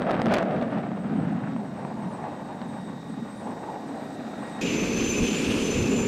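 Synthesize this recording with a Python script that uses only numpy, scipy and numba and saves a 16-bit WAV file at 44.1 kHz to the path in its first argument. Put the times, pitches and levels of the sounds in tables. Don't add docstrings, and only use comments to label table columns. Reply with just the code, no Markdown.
import sys
import numpy as np
from scipy import signal
from scipy.fft import rfft, irfft
from scipy.io import wavfile
from numba import njit

SR = 44100
rng = np.random.default_rng(int(sys.argv[2]) if len(sys.argv) > 2 else 0)


def wav_record(signal):
    frames = np.transpose(np.atleast_2d(signal))
    bounded = np.clip(frames, -1, 1)
    quanta = np.round(bounded * 32767).astype(np.int16)
    wavfile.write(sys.argv[1], SR, quanta)


N = 267687
T = np.arange(N) / SR
SWITCH_S = 4.611


def first_place():
    return slipstream() + buffets() + cabin() + knocks() + engine()


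# peak in seconds, half length in seconds,
# lift in dB of the slipstream, of its upper rush, of the cabin boom.
GUSTS = [(0.101, 0.032, 3.5, 3.3, -4), (0.167, 0.056, -4.5, 0.5, 1.5), (0.307, 0.035, 5.5, 3.3, 6),
         (0.359, 0.054, 3, 8.8, -2), (0.547, 0.15, 5, 2.3, 1), (0.772, 0.064, 3.5, 5, 2.5),
         (1.197, 0.15, 3, 4.9, 8), (1.493, 0.19, 1.5, 4.6, 4.5), (1.607, 0.049, 7, 0.33, -1.5),
         (1.847, 0.097, 8.5, 4.7, 1), (2.056, 0.08, 5, 3, 3), (2.277, 0.21, 8, 4.7, -2.5),
         (2.527, 0.035, 5.5, 3.3, -1.5), (2.767, 0.16, 3.5, 2.7, 0), (3.11, 0.049, 0, 1.3333, 0.5),
         (3.286, 0.059, 1.5, 3, -2.5), (3.494, 0.047, 6.5, 2.4, 4.5), (3.681, 0.16, 9, 3.2, -4.5),
         (4.026, 0.22, 4.5, 2.8, -0.5), (4.523, 0.26, 5, 6.5, 1)]
# time in seconds, frequency in Hz.
HOWL_CENTRE = [(0, 670), (.55, 656), (1.2, 728), (2.1, 843), (2.6, 824), (3.3, 820), (3.7, 830), (4.2, 710),
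               (4.5, 790)]
# frequency in Hz, relative level in dB per Hz.
SLIPSTREAM_COLOUR = [(220, -8.5), (330, -2), (420, 0), (520, 2), (620, 1.5), (760, -2), (900, -22)]
# frequency in Hz, relative level in dB per Hz.
RUSH_COLOUR = [(850, -1), (1000, 1.5), (1160, 6), (1400, 0.5), (1800, -3), (2200, -10), (3000, -16.5),
               (4200, -31), (7000, -51), (12000, -65)]
HOWL_DB, HOWL_PER_GUST = -2, 0.3
HOWL_WIDTH_HZ = 368
HOLLOW_RATIO, HOLLOW_WIDTH_HZ, HOLLOW_DEPTH = 1.575, 186, 0.57
TEAR_DB, TEAR_HZ = 2.5, 130


def slipstream():
    gust_db = sum(db * swell(s, half) for s, half, db, _, _ in GUSTS)
    slip_db = settle(calm_db=-45, excess_db=16.4, settling_s=0.93) + gust_db
    rush_gust_db = sum(db * swell(s, half) for s, half, _, db, _ in GUSTS)
    rush_db = settle(calm_db=-51, excess_db=12, settling_s=1) + rush_gust_db
    eddies_db = 1.54 * walk(27) + .5 * walk(7.8)

    howl_hz, = controls(HOWL_CENTRE)
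    howl = rng.standard_normal(N)
    for _ in range(3):
        howl = resonate(howl, howl_hz, HOWL_WIDTH_HZ)
    share = undb(HOWL_DB + HOWL_PER_GUST * gust_db)
    blend = (noise(SLIPSTREAM_COLOUR) + share * unit(howl)) / np.hypot(1, share)
    slip = blend * undb(slip_db + eddies_db)

    tear_db = TEAR_DB * np.sqrt(undb(rush_db - rush_db.max())) * walk(TEAR_HZ)
    rush = noise(RUSH_COLOUR) * undb(rush_db + eddies_db + tear_db)
    grit_db = -44.0 + 1.34 * (rush_db + 37.5) + .5 * eddies_db
    rush = rush + grit(rate_hz=750, spread_db=2.7) * undb(grit_db)
    hollow = HOLLOW_DEPTH * resonate(rush, HOLLOW_RATIO * howl_hz, float(HOLLOW_WIDTH_HZ))
    return slip + rush - hollow


def grit(rate_hz, spread_db):
    hits = rng.random(N) < rate_hz / SR
    sizes_db = spread_db * np.minimum(rng.exponential(size=N), 3)
    ticks = hits * undb(sizes_db) * rng.choice([-1, 1], N)
    tick_colour = [(500, -19), (1200, 11.0), (2500, 2.0), (4200, -9.0), (7000, -28.0), (12000, -47)]
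    return unit(colour(ticks, tick_colour))


# centre in seconds, level in dB before each layer's
BUFFETS = [(0.0205, -33.5, 0.1), (0.068, -40, 0), (.083, -51, 0), (0.1001, -47, .3), (0.1095, -30.5, 0.4),
           (0.1150, -32.5, 0.7), (.134, -39, .05), (.144, -34.5, 0), (0.152, -37, .1), (0.1671, -39, .1),
           (0.1986, -35, 0.06), (.2183, -31, 0.6), (0.2591, -32, 0.5), (0.268, -32, 0),
           (0.2846, -33.5, .15), (0.299, -43, .05), (0.311, -39, .03), (.3200, -31.5, 0.3),
           (0.325, -37, .6), (.340, -24.5, 1), (0.3449, -28, 0.7), (0.349, -33, .05), (0.3551, -31, .4),
           (0.3660, -38, .1), (0.3706, -30, 0.4), (0.3845, -32, .8), (0.3877, -35, 0.6), (0.396, -42, .08),
           (.425, -40, .08), (.4288, -36, 0.85), (0.51, -40.5, .1)]


def buffets():
    shove, crackle, spit = np.zeros((3, N))
    for s, db, sharp in BUFFETS:
        age = T - s
        shove += undb(db + 20.5) * np.tanh(age / 0.00012) * np.exp(-np.abs(age) / 0.00049)
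        crackle += undb(db - 1) * swell(s, 0.0016)
        spit += sharp * undb(db - 6.5) * swell(s, 0.0017)
    crackle *= noise([(700, 5.5), (2200, 8.0), (4500, -3), (7000, -31), (12000, -47)])
    spit *= noise([(2500, 5), (5000, 1), (8500, -8), (15500, -23)])
    return shove + crackle + spit


# frequency in Hz, relative level in dB per Hz.
BOOM_COLOUR = [(20, -16), (35, -19), (55, -14), (90, -5.5), (135, 2), (200, 3.5), (290, 1.5), (370, -12),
               (470, -8.5), (620, -44)]
BOOM_HZ, BOOM_RISE_HZ = 208.7, 52.3
BOOM_RISE_S, BOOM_RISE_TAKES_S = 3.4, 0.18


def cabin():
    gust_db = sum(db * swell(s, half) for s, half, _, _, db in GUSTS)
    boom_db = settle(calm_db=-37, excess_db=8.5, settling_s=1.22) + gust_db
    risen = (1 + np.tanh((T - BOOM_RISE_S) / BOOM_RISE_TAKES_S)) / 2
    boom = unit(resonate(noise(BOOM_COLOUR), BOOM_HZ + BOOM_RISE_HZ * risen, 116.0))
    boom = boom * undb(boom_db + 1.16 * walk(12.0))
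    rumble = noise([(18, -9), (40, -4), (80, 3.5), (130, 15.5), (400, 11.5), (520, -10.0)])
    return boom + rumble * undb(-45.5 + 0.49 * walk(8))


# start in seconds, level in dB before colouring,
# brightness from 0 to 1, decay of the rattle in seconds.
KNOCKS = [(0.193, -16, 0, .002), (0.613, -22, 0.22, 0.0055), (0.625, -16, 0.15, 0.0026),
          (0.917, -18.5, 0.06, 0.0018), (1.564, -18, 0, .002), (1.85, -20, 0.09, 0.0016),
          (2.023, -32, 0.2, 0.0054), (2.242, -21, 0, .002), (2.6163, -19.5, 0.3, 0.0013)]
# frequency in Hz, relative level in dB before
# colouring, decay in seconds.
KNOCK_MODES = [(230, -1, .005), (640, -1, .0017), (900, -7, .002), (1750, -15, .001)]


def knocks():
    body, rattle = np.zeros((2, N))
    for s, db, bright, rattle_s in KNOCKS:
        age = np.maximum(T - s, 0)
        for hz, mode_db, decay_s in KNOCK_MODES:
            body += undb(db + mode_db) * np.sin(2 * np.pi * hz * age) * np.exp(-age / decay_s)
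        rattle += bright * undb(db) * (T >= s) * np.exp(-age / rattle_s)
    body = colour(body, [(70, -25), (130, 1), (200, -3), (2500, -4.0), (5000, -15)])
    rattle_colour = [(600, 4), (1600, 10.5), (2400, 4.5), (4000, -1), (5500, -16), (9000, -33)]
    return body + colour(rattle * rng.standard_normal(N), rattle_colour)


# frequency in Hz, relative level in dB per Hz.
HISS_COLOUR = [(1500, 0), (3100, -5), (3780, 0.5), (4400, -3.5), (5600, -3.5), (7450, -5.5), (7800, -2.5),
               (8080, 0.5), (8450, -9), (9700, -17), (11600, -16.5), (12150, -9.5), (12700, -39),
               (15500, -23)]
# time in seconds, level in dB.
TURBINE_LEVEL = [(0, -63), (1.05, -73), (1.5, -68.5), (2.15, -69), (2.5, -64.5), (2.8, -60.5), (3.3, -63),
                 (3.65, -66), (4.15, -62.5), (4.56, -56.5)]
# frequency in Hz, relative level in dB per Hz.
TURBINE_HALO = [(3250, -19), (3500, -2), (3700, -1.5), (3820, -12), (4000, -18)]
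# time in seconds, level in dB.
FAN_LEVEL = [(0, -73), (1.8, -69), (2.3, -62), (4.15, -61.5), (4.56, -52)]
# time in seconds, level in dB.
GEAR_LEVEL = [(0, -79), (1.2, -78), (1.6, -74), (2.4, -70), (2.8, -79), (3.4, -76), (3.8, -80), (4.56, -70)]
# peak in seconds, lift in dB.
HIGH_SWELLS = [(.9, -6), (1.23, 2), (1.39, -4), (1.5, 0), (1.74, -3), (1.88, 3), (2.14, 8), (2.68, 3),
               (2.86, 3.5), (3.0, -9), (3.12, 4), (3.23, -7), (3.33, 7.5), (3.45, 5.5), (3.8, -10),
               (3.9, 6.5), (4.07, 5), (4.24, -6), (4.35, 3), (4.5, 7)]
# frequency in Hz, level at the start in dB,
# rise in dB per second.
FAR_TONES = [(4075, -91, 5.3), (4700, -80.5, 0.7), (4748, -82.5, 1), (4802, -89, 2.4), (5542, -92, 3),
             (5577, -82.5, 1.3), (5938, -91, 2), (7122, -88, 1), (12145, -92, 2.3)]
TURBINE_HZ, FAN_HZ, GEAR_HZ, HIGH_TONE_HZ = 3758, 1895, 4210, 8096
HALO_DB = -6.5
HIGH_SWELL_HALF_S = 0.065


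def engine():
    hiss = noise(HISS_COLOUR) * undb(grow(-67, 2.16) + .5 * walk(11))

    turbine_db, = controls(TURBINE_LEVEL)
    turbine = whine(TURBINE_HZ, wander_hz=3.5, scatter=0.42, skirt_hz=55)
    turbine = undb(turbine_db) * (turbine + undb(HALO_DB) * noise(TURBINE_HALO))
    fan_db, = controls(FAN_LEVEL)
    fan = undb(fan_db) * whine(FAN_HZ, wander_hz=2.5, scatter=0.29, skirt_hz=35)
    gear_db, = controls(GEAR_LEVEL)
    gear = undb(gear_db) * whine(GEAR_HZ, wander_hz=1.5, scatter=0.31, skirt_hz=18)

    high_db = grow(-70, 0.89) + sum(db * swell(s, HIGH_SWELL_HALF_S) for s, db in HIGH_SWELLS)
    high = whine(HIGH_TONE_HZ, wander_hz=1.36, scatter=0.26, skirt_hz=14)
    high = high * undb(high_db + 1.0 * walk(9))

    far = np.zeros(N)
    for hz, start_db, rise in FAR_TONES:
        tone = whine(hz, wander_hz=2.17, scatter=0.24, skirt_hz=21)
        far += tone * undb(grow(start_db, rise) + 2.6 * walk(3.7))
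    return hiss + turbine + fan + gear + high + far


def second_place():
    return roar() + compressors() + rushing_air() + buffeting() + spray() + shafts()


# frequency in Hz, relative level in dB per Hz.
ROAR_COLOUR = [(60, -46), (125, -10.5), (190, -2), (235, 2), (300, -1.5), (355, -5), (435, -3.5),
               (600, -17), (800, -21), (1150, -23.5), (1450, -31), (1650, -27.5), (2100, -44)]
ROAR_DB, ROAR_BUILD_DB_PER_S = -26.5, 1.6


def roar():
    level_db = ROAR_DB + ROAR_BUILD_DB_PER_S * (T - SWITCH_S)
    return noise(ROAR_COLOUR) * undb(level_db + 1.24 * walk(37))


# time in seconds, lower whine in dB before a fixed 1 dB lift,
# upper whine in dB.
WHINES = [(4.61, -50.5, -46), (4.79, -41, -46.5), (4.9, -43.5, -52), (5.1, -36, -41), (5.2, -39, -46),
          (5.32, -38.5, -45), (5.39, -52, -41), (5.48, -42.5, -64), (5.56, -54, -48), (5.68, -38.5, -46),
          (5.78, -45, -42), (5.84, -41, -52), (5.89, -55, -43.5), (5.97, -42, -40.5), (6.07, -54, -40)]
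LOWER_WHINE_HZ, UPPER_WHINE_HZ = 6158, 7112


def compressors():
    lower_db, upper_db = controls(WHINES)
    lower = whine(LOWER_WHINE_HZ, wander_hz=3.63, scatter=0.53, skirt_hz=55, octave_db=-25)
    upper = whine(UPPER_WHINE_HZ, wander_hz=3.2, scatter=1.0, skirt_hz=100, octave_db=-28)
    lower = lower * undb(lower_db + 1.0 + 0.7 * walk(11))
    return lower + upper * undb(upper_db + 1.2 * walk(16))


# frequency in Hz, relative level in dB per Hz.
AIR_COLOUR = [(900, -12.5), (1500, -7), (2000, -8), (2300, -2), (2580, 3.5), (2900, -6.5), (3800, -10.5),
              (5500, -12), (7150, -12.5), (8200, -26), (10000, -34), (12350, -26), (12650, -35),
              (15500, -52)]
# peak in seconds, half length in seconds, lift in dB,
# pitch rise in Hz.
SURGES = [(4.68, 0.11, 3, 0), (5.075, 0.05, 4, 50), (5.303, 0.14, 2, 350), (5.6, 0.068, -0.5, 500),
          (5.773, 0.14, 1, 250), (5.96, 0.029, 6, 250)]
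AIR_DB, AIR_BUILD_DB_PER_S = -37, 1.6
AIR_FADES_S, AIR_FADE_DB_PER_S = 5.74, 18.5


def rushing_air():
    air_db = AIR_DB + AIR_BUILD_DB_PER_S * (T - SWITCH_S)
    air_db -= AIR_FADE_DB_PER_S * np.maximum(T - AIR_FADES_S, 0)
    air = noise(AIR_COLOUR) * undb(air_db + 1.0 * walk(50))

    surge_hz = sum(hz * swell(s, half) for s, half, _, hz in SURGES)
    surge_db = sum(db * swell(s, half) for s, half, db, _ in SURGES)
    edge_hz = (2520 + surge_hz) * (1 + 0.04 * walk(15))
    breath = noise([(1800, -3), (2400, 0.5), (3600, -2.5), (6000, -5)])
    edge = unit(resonate(breath, edge_hz, 480.0))
    return air + edge * undb(air_db - 5.5 + surge_db + 3.1 * walk(22))


# peak in seconds, lift in dB.
THUMPS = [(5.0, 8), (5.085, 10), (5.22, 19), (5.496, 14.5), (5.6, 6), (5.75, 13), (5.82, 12), (6.0, 12)]
BUFFETING_DB, THUMP_HALF_S = -44, 0.037


def buffeting():
    level_db = BUFFETING_DB + sum(db * swell(s, THUMP_HALF_S) for s, db in THUMPS)
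    rumble = noise([(12, -11), (30, -1.5), (65, -1.5), (115, 3.5), (170, -6)])
    return rumble * undb(level_db + 2.0 * walk(23))


def spray():
    quicken = swell(peak_s=5.49, half_s=0.45)
    fine = noise([(6500, -9), (8000, 6), (10000, -1.5), (12300, -8), (12650, -26)])
    return fine * undb(-59.5 + 9.9 * quicken + 1.0 * walk(6.5))


# frequency in Hz, level in dB.
NEAR_TONES = [(2535, -53), (3384, -58), (4240, -63), (5118, -66), (5311, -66), (5653, -66), (5886, -58)]


def shafts():
    return sum(undb(db) * whine(hz, wander_hz=3.87, scatter=0.55, skirt_hz=35)
               for hz, db in NEAR_TONES)


def whine(hz, wander_hz, scatter, skirt_hz, octave_db=-np.inf):
    phase = 2 * np.pi * np.cumsum(hz + wander_hz * walk(7.4)) / SR
    shimmer = 1 + scatter * (walk(skirt_hz) + 1j * walk(skirt_hz))
    tones = np.exp(1j * phase) + undb(octave_db) * np.exp(2j * phase)
    return unit(np.imag(shimmer * tones))


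@njit
def resonate(x, hz, width):
    y, band, low = np.empty(len(x)), 0., 0.
    for i in range(len(x)):
        g, k = np.tan(np.pi * hz[i] / SR), width / hz[i]
        v = (band + g * (x[i] - low)) / (1 + g * (g + k))
        band, low, y[i] = 2 * v - band, low + 2 * g * v, k * v
    return y


def noise(points):
    return unit(colour(rng.standard_normal(N), points))


def colour(x, points):
    hz, db = np.transpose(points)
    octaves = np.log2(np.maximum(np.arange(N // 2 + 1) * SR / N, 1))
    below = np.maximum(np.log2(hz[0]) - octaves, 0)
    above = np.maximum(octaves - np.log2(hz[-1]), 0)
    gain_db = np.interp(octaves, np.log2(hz), db) - 20 * (below + above)
    return irfft(rfft(x) * undb(gain_db), N)


def walk(rate_hz):
    f = np.arange(N // 2 + 1) * SR / N
    return unit(irfft(rfft(rng.standard_normal(N)) / (1 + (f / rate_hz) ** 2), N))


def swell(peak_s, half_s):
    return np.exp(-((T - peak_s) / half_s) ** 2)


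def settle(calm_db, excess_db, settling_s):
    return calm_db + excess_db * swell(0, settling_s)


def grow(start_db, db_per_s):
    return start_db + db_per_s * T


def controls(table):
    s, *columns = np.transpose(table)
    return [np.interp(T, s, c) for c in columns]


def undb(db):
    return 10 ** (np.asarray(db) / 20)


def unit(x):
    return x / np.sqrt(np.mean(np.abs(x) ** 2))


def scene():
    second = np.clip((T - SWITCH_S) / 0.0029 + .5, 0, 1)
    mix = (1 - second) * first_place() + second * second_place()
    return mix[None]


def record(dry):
    ceiling, top_hz = 0.16, 15800
    flattened = dry / (1 + (dry / ceiling) ** 10) ** (1 / 10)
    low_pass = signal.ellip(8, .2, 70, top_hz, fs=SR, output="sos")
    return signal.sosfilt(low_pass, flattened)


dry = scene()
out = record(dry)
wav_record(out)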